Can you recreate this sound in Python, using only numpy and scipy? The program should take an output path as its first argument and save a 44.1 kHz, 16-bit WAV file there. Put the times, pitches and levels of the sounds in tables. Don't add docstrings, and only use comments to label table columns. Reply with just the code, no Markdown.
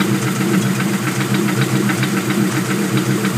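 import sys
import numpy as np
from scipy import signal
from scipy.fft import rfft, irfft
from scipy.io import wavfile

SR = 44100
rng = np.random.default_rng(int(sys.argv[2]) if len(sys.argv) > 2 else 0)


def volts_from_db(level):
    exponent = np.asarray(level, float) / 20
    return 10 ** exponent


def wrap_up_sound(samples):
    columns = np.atleast_2d(samples).T
    tamed = np.clip(columns, -1, 1)
    steps = np.round(tamed * 32767).astype(np.int16)
    wavfile.write(sys.argv[1], SR, steps)


N = 148617


def rms_one(x):
    return x / np.sqrt(np.mean(x ** 2) + 1e-20)


def band_pass(x, order, low_hz, high_hz):
    return signal.sosfilt(signal.butter(order, [low_hz, high_hz], "band", fs=SR, output="sos"), x)


def drift(rate_hz):
    r = np.exp(-80 * np.pi * rate_hz / SR)
    slow = signal.lfilter([1], [1, -2 * r, r * r], rng.standard_normal(N // 40 + 2002))[2000:]
    return np.interp(np.arange(N) / 40, np.arange(len(slow)), rms_one(slow))


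def resonant_noise(peaks):
    out = 0
    for hz, width_hz, db in peaks:
        low_hz = max(hz - width_hz / 2, 10)
        out = out + volts_from_db(db) * rms_one(band_pass(rng.standard_normal(N), 2, low_hz, hz + width_hz / 2))
    return out


def clicks_at(s, gains):
    i = np.round(np.asarray(s) * SR).astype(int)
    inside = (i >= 0) & (i < N)
    return np.bincount(i[inside], gains[inside], N)


def ring(clicks, hz, t60_s):
    r, w = volts_from_db(-60 / (t60_s * SR)), 2 * np.pi * hz / SR
    return signal.lfilter([0, np.sin(w)], [1, -2 * r * np.cos(w), r * r], clicks + 1e-18)


def strike(modes, s, db, spread_db):
    out = 0
    for hz, level_db, t60_s in modes:
        chance = rng.standard_normal((len(s), 2))
        blow_db = db + level_db + spread_db * np.clip(chance[:, 0], -2, 1)
        out = out + ring(clicks_at(s, volts_from_db(blow_db) * np.sign(chance[:, 1])), hz, t60_s)
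    return out


def puffs(s, db, low_hz, high_hz, hold_s, t60_s):
    held = np.convolve(clicks_at(s, volts_from_db(db)), np.ones(max(int(hold_s * SR), 1)))[:N]
    fall = volts_from_db(-60 / (t60_s * SR))
    dying = signal.lfilter([1], [1, -fall], clicks_at(s + hold_s, volts_from_db(db)))
    return np.maximum(held, dying) * rms_one(band_pass(rng.standard_normal(N), 4, low_hz, high_hz))


# start in s, tick in dB, boom in dB, top pipe in dB.
CAM_TURNS = [(0.0827, -36, -11, -31.5), (0.2154, -27.5, -11, -29), (0.3494, -29, -13.5, -32.5),
             (0.481, -33.5, -15, -29.5), (0.613, -27.5, -12, -34), (0.7478, -29.5, -13.5, -34),
             (0.8812, -41, -21.5, -29.5), (1.0137, -37, -14, -45), (1.1493, -29, -12.5, -31),
             (1.287, -39, -11.5, -29.5), (1.4255, -43, -16.5, -33.5), (1.561, -31, -10, -27),
             (1.6992, -34, -10, -28.5), (1.8364, -46, -13.5, -34.5), (1.9734, -30, -10, -34.5),
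             (2.1094, -38, -19, -32.5), (2.2449, -39, -13.5, -36), (2.378, -42, -16, -32.5),
             (2.5122, -28.5, -12, -32), (2.6475, -31, -13.5, -29.5), (2.782, -46, -21, -28.5),
             (2.917, -37, -11, -29), (3.0523, -32, -11, -32), (3.1928, -48, -19.5, -30),
             (3.3345, -36, -8, -37)]


def turn_times(places):
    turn_s = 0.135
    s = np.array(CAM_TURNS)[:, 0]
    s = np.r_[s[0] - turn_s, s, s[-1] + turn_s]
    return s[:-1, None] + np.diff(s)[:, None] * np.asarray(places)


def turn_column(k):
    column = np.array(CAM_TURNS)[:, k]
    return np.r_[np.median(column), column][:, None]


# frequency in Hz, density in dB per Hz.
HISS_SPECTRUM = [(280, -3), (480, -5.5), (516, -1.5), (834, -7.5), (1370, -6), (1750, -6.5), (5290, -17.5),
                 (8180, -13.5), (15500, -16)]
# frequency in Hz, width in Hz, level in dB.
HISS_RESONANCES = [(1365, 115, -37.5), (1522, 37, -54), (1943, 170, -45), (6850, 310, -46.5),
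                   (8380, 340, -44.5), (4820, 280, -45.5), (10820, 240, -44.5), (11670, 400, -44)]


def hiss():
    level_db, patchy_db, grain_db = -26.5, 0.8, 0.6
    out, together = 0, drift(23)
    edges_hz = 400 * 2 ** np.arange(0, 5.6, .5)
    white = rng.standard_normal((2, N))
    hz, density_db = np.transpose(HISS_SPECTRUM)
    for k, (low_hz, high_hz) in enumerate(zip(edges_hz, edges_hz[1:])):
        band = band_pass(white[k % 2], 2, low_hz, high_hz)
        db = np.interp(np.log(low_hz * high_hz) / 2, np.log(hz), density_db)
        out = out + band * volts_from_db(db + patchy_db * drift(15) + grain_db * together)
    return volts_from_db(level_db) * rms_one(out) + resonant_noise(HISS_RESONANCES)


# frequency in Hz, width in Hz, level in dB.
RUMBLE_RESONANCES = [(128, 25, -37), (190, 45, -36), (330, 70, -38), (450, 55, -44), (262, 50, -36)]


def rumble():
    return resonant_noise(RUMBLE_RESONANCES)


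def pipes(modes, firing_db, spread_db, glide_per_s, rings_on=False, bend=(0, 0, 0, 0), lean_db=None):
    out, pad = np.zeros(N + 2 * SR), SR // 2
    fired = turn_times(np.arange(4) / 4).ravel()
    for k, (hz, level_db, length_s, lag_s, scatter_ms) in enumerate(modes):
        n = int(length_s * SR)
        t = np.arange(n) / SR - length_s / 2
        swell = np.hanning(n)
        chance = rng.standard_normal((len(fired), 2))
        burst_db = (firing_db + (lean_db[k] if lean_db else 0)).ravel()
        gains = volts_from_db(level_db + burst_db + spread_db * chance[:, 0])
        pitch_hz = hz * (1 + np.resize(bend, len(fired)))
        cycles = -hz * chance[:, 1] * scatter_ms / 1000
        if rings_on:
            cycles = np.cumsum(cycles + np.r_[0, np.diff(fired) * (pitch_hz[1:] + pitch_hz[:-1]) / 2])
        for s, gain, f, start_cycles in zip(fired + lag_s - length_s / 2, gains, pitch_hz, cycles):
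            i = int(s * SR) + pad
            phase = f * (t + glide_per_s * t ** 2 / 2) + start_cycles
            out[i:i + n] += gain * swell * np.cos(2 * np.pi * phase)
    return out[pad:pad + N]


# frequency in Hz, level in dB, burst length in s, lag in s, timing scatter in ms.
BOOM_MODES = [(129.1, -4, 0.13, 0.0028, 0.083), (114, -17.5, 0.046, -0.0164, 0.38)]
DRONE_MODES = [(198, 0, 0.07, 0, .35), (165, -9, 0.054, 0, 1.8), (230, -13, .055, 0, 1.1)]
UPPER_MODES = [(311.7, -2.5, 0.059, 0.0015, 0.512), (341.5, -4.5, 0.058, 0.00072, 0.479),
               (365.5, -8, 0.054, 0.0018, 0.614)]
TOP_MODES = [(436.8, -5, 0.096, 0.00072, .6), (462.7, -4, 0.075, 0.00085, 0.533)]
DRONE_FIRING_DB = [(-14.0, -4.5, -14.5, -22), (-16.5, -15, -16.0, -21), (-22, -31, -20.0, -17.5),
                   (-19.5, -27, -15, -18), (-15.5, -23, -13, -10.5), (-19.5, -20.0, -16.5, -13.5),
                   (-20.0, -24, -18.5, -16.5), (-18, -25, -13, -26), (-19, -39, -20, -21.5),
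                   (-35, -23.0, -22, -22), (-38, -15, -15.5, -19.0), (-17.5, -13.5, -18.5, -17),
                   (-19, -24, -17.5, -23), (-42, -19, -17.0, -19), (-17, -15.5, -20, -18.5),
                   (-33, -21, -20.0, -20), (-20.5, -16, -15, -22), (-23, -21.5, -18, -23),
                   (-14.5, -12, -17, -14.5), (-22.5, -33, -25, -16.5), (-25, -48, -19.5, -18),
                   (-18.5, -16, -18.0, -19.5), (-23, -17.5, -19, -17), (-49, -19, -16.5, -17.5),
                   (-21, -19.5, -12.5, -16), (-28, -21.0, -21.0, -21.0)]
UPPER_FIRING_DB = [(-19.0, -16, -17.5, -17.5), (-18, -18, -17.5, -26), (-33, -20, -20, -25.0),
                   (-29.0, -33, -20.5, -21.5), (-18.5, -14.5, -18.0, -22.5), (-21.0, -26, -28, -23),
                   (-34, -23, -25, -23), (-20, -18.5, -25.0, -30), (-30, -25.0, -18.5, -24.5),
                   (-26, -24, -20, -20.5), (-30, -23.0, -18.0, -17.0), (-15.5, -18, -21, -20.0),
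                   (-23.5, -21, -20.5, -21.5), (-25, -21, -17.0, -16.5), (-25, -26, -19.5, -24),
                   (-21.5, -25.0, -20, -18.5), (-36, -18, -20, -21), (-24, -19.5, -19.0, -23),
                   (-20, -15.5, -18, -18.5), (-30, -23, -17, -24.5), (-29.0, -22, -20, -20.5),
                   (-19, -19, -19.5, -27), (-24, -15.5, -16.0, -19), (-24, -20, -18, -17),
                   (-26, -21, -22.0, -23.5), (-27.0, -28, -25.0, -25.0)]
# level in dB, cylinders 1-4.
BOOM_CYLINDER_DB = [-40, 1, -42, -9.5]
TOP_CYLINDER_DB = [-2.1, 0.4, 1, -1.7]
DRONE_PITCH_BEND = [0.048, .02, -.01, -0.06]
UPPER_PITCH_BEND = [-0.004, 0.011, -0.0073, 0.0067]
# level in dB, cylinders 1-4.
UPPER_LEAN_DB = [(-8, -2, 3, 1), (3, 2, -9, -1), (2, -4, -6, 4)]


def exhaust():
    boom_glide_per_s, drone_glide_per_s, upper_glide_per_s = 2.2, -1.3, 0.27
    firing_spread_db, boom_spread_db, top_spread_db = .7, .8, 3.5
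    boom_db = turn_column(2) + np.array(BOOM_CYLINDER_DB)
    top_db = turn_column(3) + np.array(TOP_CYLINDER_DB)
    boom = pipes(BOOM_MODES, boom_db, boom_spread_db, boom_glide_per_s)
    drone = pipes(DRONE_MODES, np.array(DRONE_FIRING_DB), firing_spread_db, drone_glide_per_s,
                  rings_on=True, bend=DRONE_PITCH_BEND)
    upper = pipes(UPPER_MODES, np.array(UPPER_FIRING_DB), firing_spread_db, upper_glide_per_s,
                  rings_on=True, bend=UPPER_PITCH_BEND, lean_db=UPPER_LEAN_DB)
    top = pipes(TOP_MODES, top_db, top_spread_db, upper_glide_per_s, rings_on=True)
    return boom + drone + upper + top


# start in s, frequency in Hz, level in dB, t60 in s.
STRAY_PARTS = [
    (.623, 3330, -25.5, 0.16),
    (.751, 2470, -25, 0.1),
    (1.589, 1410, -21, .07),
    (2.523, 6000, -33, .05),
]


def stray_parts():
    return sum(ring(clicks_at([s], volts_from_db(np.array([db]))), hz, t60_s) for s, hz, db, t60_s in STRAY_PARTS)


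# place in turn 0-1, ring in Hz, ring in dB, hiss in dB.
SMALL_CONTACTS = [
    (.06, 2413, -32.5, -52),
    (0.202, 1262, -30, -42),
    (0.292, 1518, -26, -53),
    (0.478, 3830, -50, -33.5),
    (0.581, 1900, -28.5, -60),
    (.7, 3570, -32.5, -47),
    (0.728, 2135, -36, -35.5),
    (.9, 1132, -28, -54),
    (.96, 1228, -33.5, -55),
]


def small_contacts():
    spread_db, jitter_s, ring_t60_s = 2.5, .002, 0.095
    place, hz, ring_db, hiss_db = np.transpose(SMALL_CONTACTS)
    times = turn_times(place)
    ring_s = times + jitter_s * rng.standard_normal(times.shape)
    rung = 0
    for k in range(len(place)):
        rung = rung + strike([(hz[k], ring_db[k], ring_t60_s)], ring_s[:, k], 0, spread_db)
    puff_db = hiss_db + spread_db * rng.uniform(-1.1, 1, times.shape)
    return rung + puffs(times.ravel(), puff_db.ravel(), 6000, 14400, hold_s=0.012, t60_s=0.084)


# frequency in Hz, level in dB, t60 in s.
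TICK_PARTS = [(5080, -4, 0.05), (6160, -1, 0.05), (7000, -5, 0.036), (8170, -3, 0.035), (9340, -4.5, .03),
              (11500, -11, .03), (14800, -6, .03)]
# frequency in Hz, level in dB, t60 in s.
COVER_DULL = [(770, -12.5, 0.096), (940, -12, 0.12), (1150, -36, 0.015), (1317, -3.5, 0.07),
              (1440, -7, 0.046), (1530, 0, 0.036), (1900, -4, 0.041), (2043, -5, 0.069),
              (2202, -7.5, 0.024), (2200, -13, 0.073), (2705, 0.5, 0.011)]
COVER_BRIGHT = [(1260, 19, 0.013), (2180, 3, 0.027), (2850, -5, 0.053), (3080, 7, 0.078), (3400, 5, 0.09),
                (3570, 9, 0.013), (3830, 2, 0.095), (3860, 12, 0.012), (4500, -8, 0.0073), (4780, 0, 0.067),
                (5670, -4, 0.09)]


def tick():
    low_hz, high_hz, spread_db = 5450, 10640, 2.5
    cover_late_s, lag_s_per_octave = .012, .012
    s, db = np.array(CAM_TURNS)[:, :2].T
    out = puffs(s, db - 0.5, low_hz, high_hz, hold_s=0.012, t60_s=0.084)
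    for mode in TICK_PARTS:
        late_s = s + lag_s_per_octave * np.log2(high_hz / min(mode[0], high_hz))
        twice_s = np.r_[late_s, late_s + cover_late_s / 2]
        out = out + strike([mode], twice_s, np.r_[db, db - 3] - 3.5, spread_db)
    out += strike(COVER_DULL, s + cover_late_s, db + 3, spread_db)
    return out + strike(COVER_BRIGHT, s + cover_late_s, db - 15, spread_db)


# start in s, level in dB, brightness in dB.
VALVE_KNOCKS = [(0.002, -18, -5), (0.137, -24.5, -10), (0.268, -19.5, -12.5), (0.404, -19, -13),
                (0.534, -17, -43), (0.664, -47.5, 13.5), (0.798, -17.5, -11.5), (0.933, -20, -13),
                (1.068, -16.5, -20), (1.204, -18, -7), (1.342, -23, -0.5), (1.48, -17, -13),
                (1.613, -22, -0.5), (1.751, -26.5, -2), (1.891, -15, -13.5), (2.028, -19, -3.5),
                (2.167, -16.5, -39), (2.299, -18.5, -9.5), (2.433, -38, -22), (2.566, -20.5, -9),
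                (2.701, -17, -14), (2.837, -27.5, -11), (2.971, -25.5, 1.5), (3.107, -29, -5),
                (3.247, -21, -4)]
# delay in s, dull in dB, bright in dB.
KNOCK_RATTLE = [
    (0, 0, -8),
    (.0025, 3, -2),
    (.0065, 4, 3),
    (0.01, 4, 2),
    (0.014, 2, 1),
    (0.018, 0, -2),
    (0.023, -4, -6),
]
# delay in s, frequency in Hz, level in dB, t60 in s.
KNOCK_SNAP = [
    (.0003, 1600, 12, .011),
    (.0025, 2320, 10, .022),
    (.008, 1250, 4, .02),
    (.006, 3830, 3, .04),
    (.004, 4850, -1, .025),
]
# low in Hz, high in Hz, level in dB, hold in s, t60 in s.
KNOCK_NOISE = [
    (1120, 2560, -12.5, 0.0019, 0.39),
    (3080, 4660, -11.5, 0.0066, 0.3),
]


def valve_knock():
    s, db, bright_db = np.transpose(VALVE_KNOCKS)
    delay_s, dull_gain_db, bright_gain_db = np.transpose(KNOCK_RATTLE)
    hit_s = (s[:, None] + delay_s * rng.uniform(.85, 1.15, (len(s), len(delay_s)))).ravel()
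    dull_hit_db = (db[:, None] + dull_gain_db).ravel() - 9.5
    bright_hit_db = ((db + bright_db)[:, None] + bright_gain_db).ravel() - 19.5
    out = strike(COVER_DULL, hit_s, dull_hit_db, 0) + strike(COVER_BRIGHT, hit_s, bright_hit_db, 0)
    for late_s, hz, snap_db, t60_s in KNOCK_SNAP:
        out += strike([(hz, snap_db, t60_s)], s + late_s, db + 0.99 * bright_db, 0)
    for (low_hz, high_hz, body_db, hold_s, t60_s), level_db in zip(KNOCK_NOISE, [db, db + bright_db]):
        out += puffs(s, level_db + body_db, low_hz, high_hz, hold_s, t60_s)
    return out


def scene():
    engine = hiss() + rumble() + exhaust()
    contacts = stray_parts() + small_contacts() + tick() + valve_knock()
    return (engine + contacts)[None]


def roll_off(x):
    return signal.sosfilt(signal.butter(12, 16030, fs=SR, output="sos"), x)


def record(dry):
    bass_cut_hz, noise_db = 93.4, -57
    step_hz, step_db, top_cut_hz = 8970, -6.5, 15335
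    cut = signal.sosfilt(signal.butter(6, bass_cut_hz, "high", fs=SR, output="sos"), dry)
    noise = volts_from_db(noise_db) * rms_one(band_pass(rng.standard_normal(dry.shape), 2, 25, 110))
    hz = np.arange(N // 2 + 1) * SR / N
    colour = volts_from_db(step_db / (1 + np.exp((step_hz - hz) / 150))) * (hz < top_cut_hz)
    mix = irfft(rfft(cut + noise) * colour, N)
    return roll_off(mix)


dry = scene()
out = record(dry)
wrap_up_sound(out)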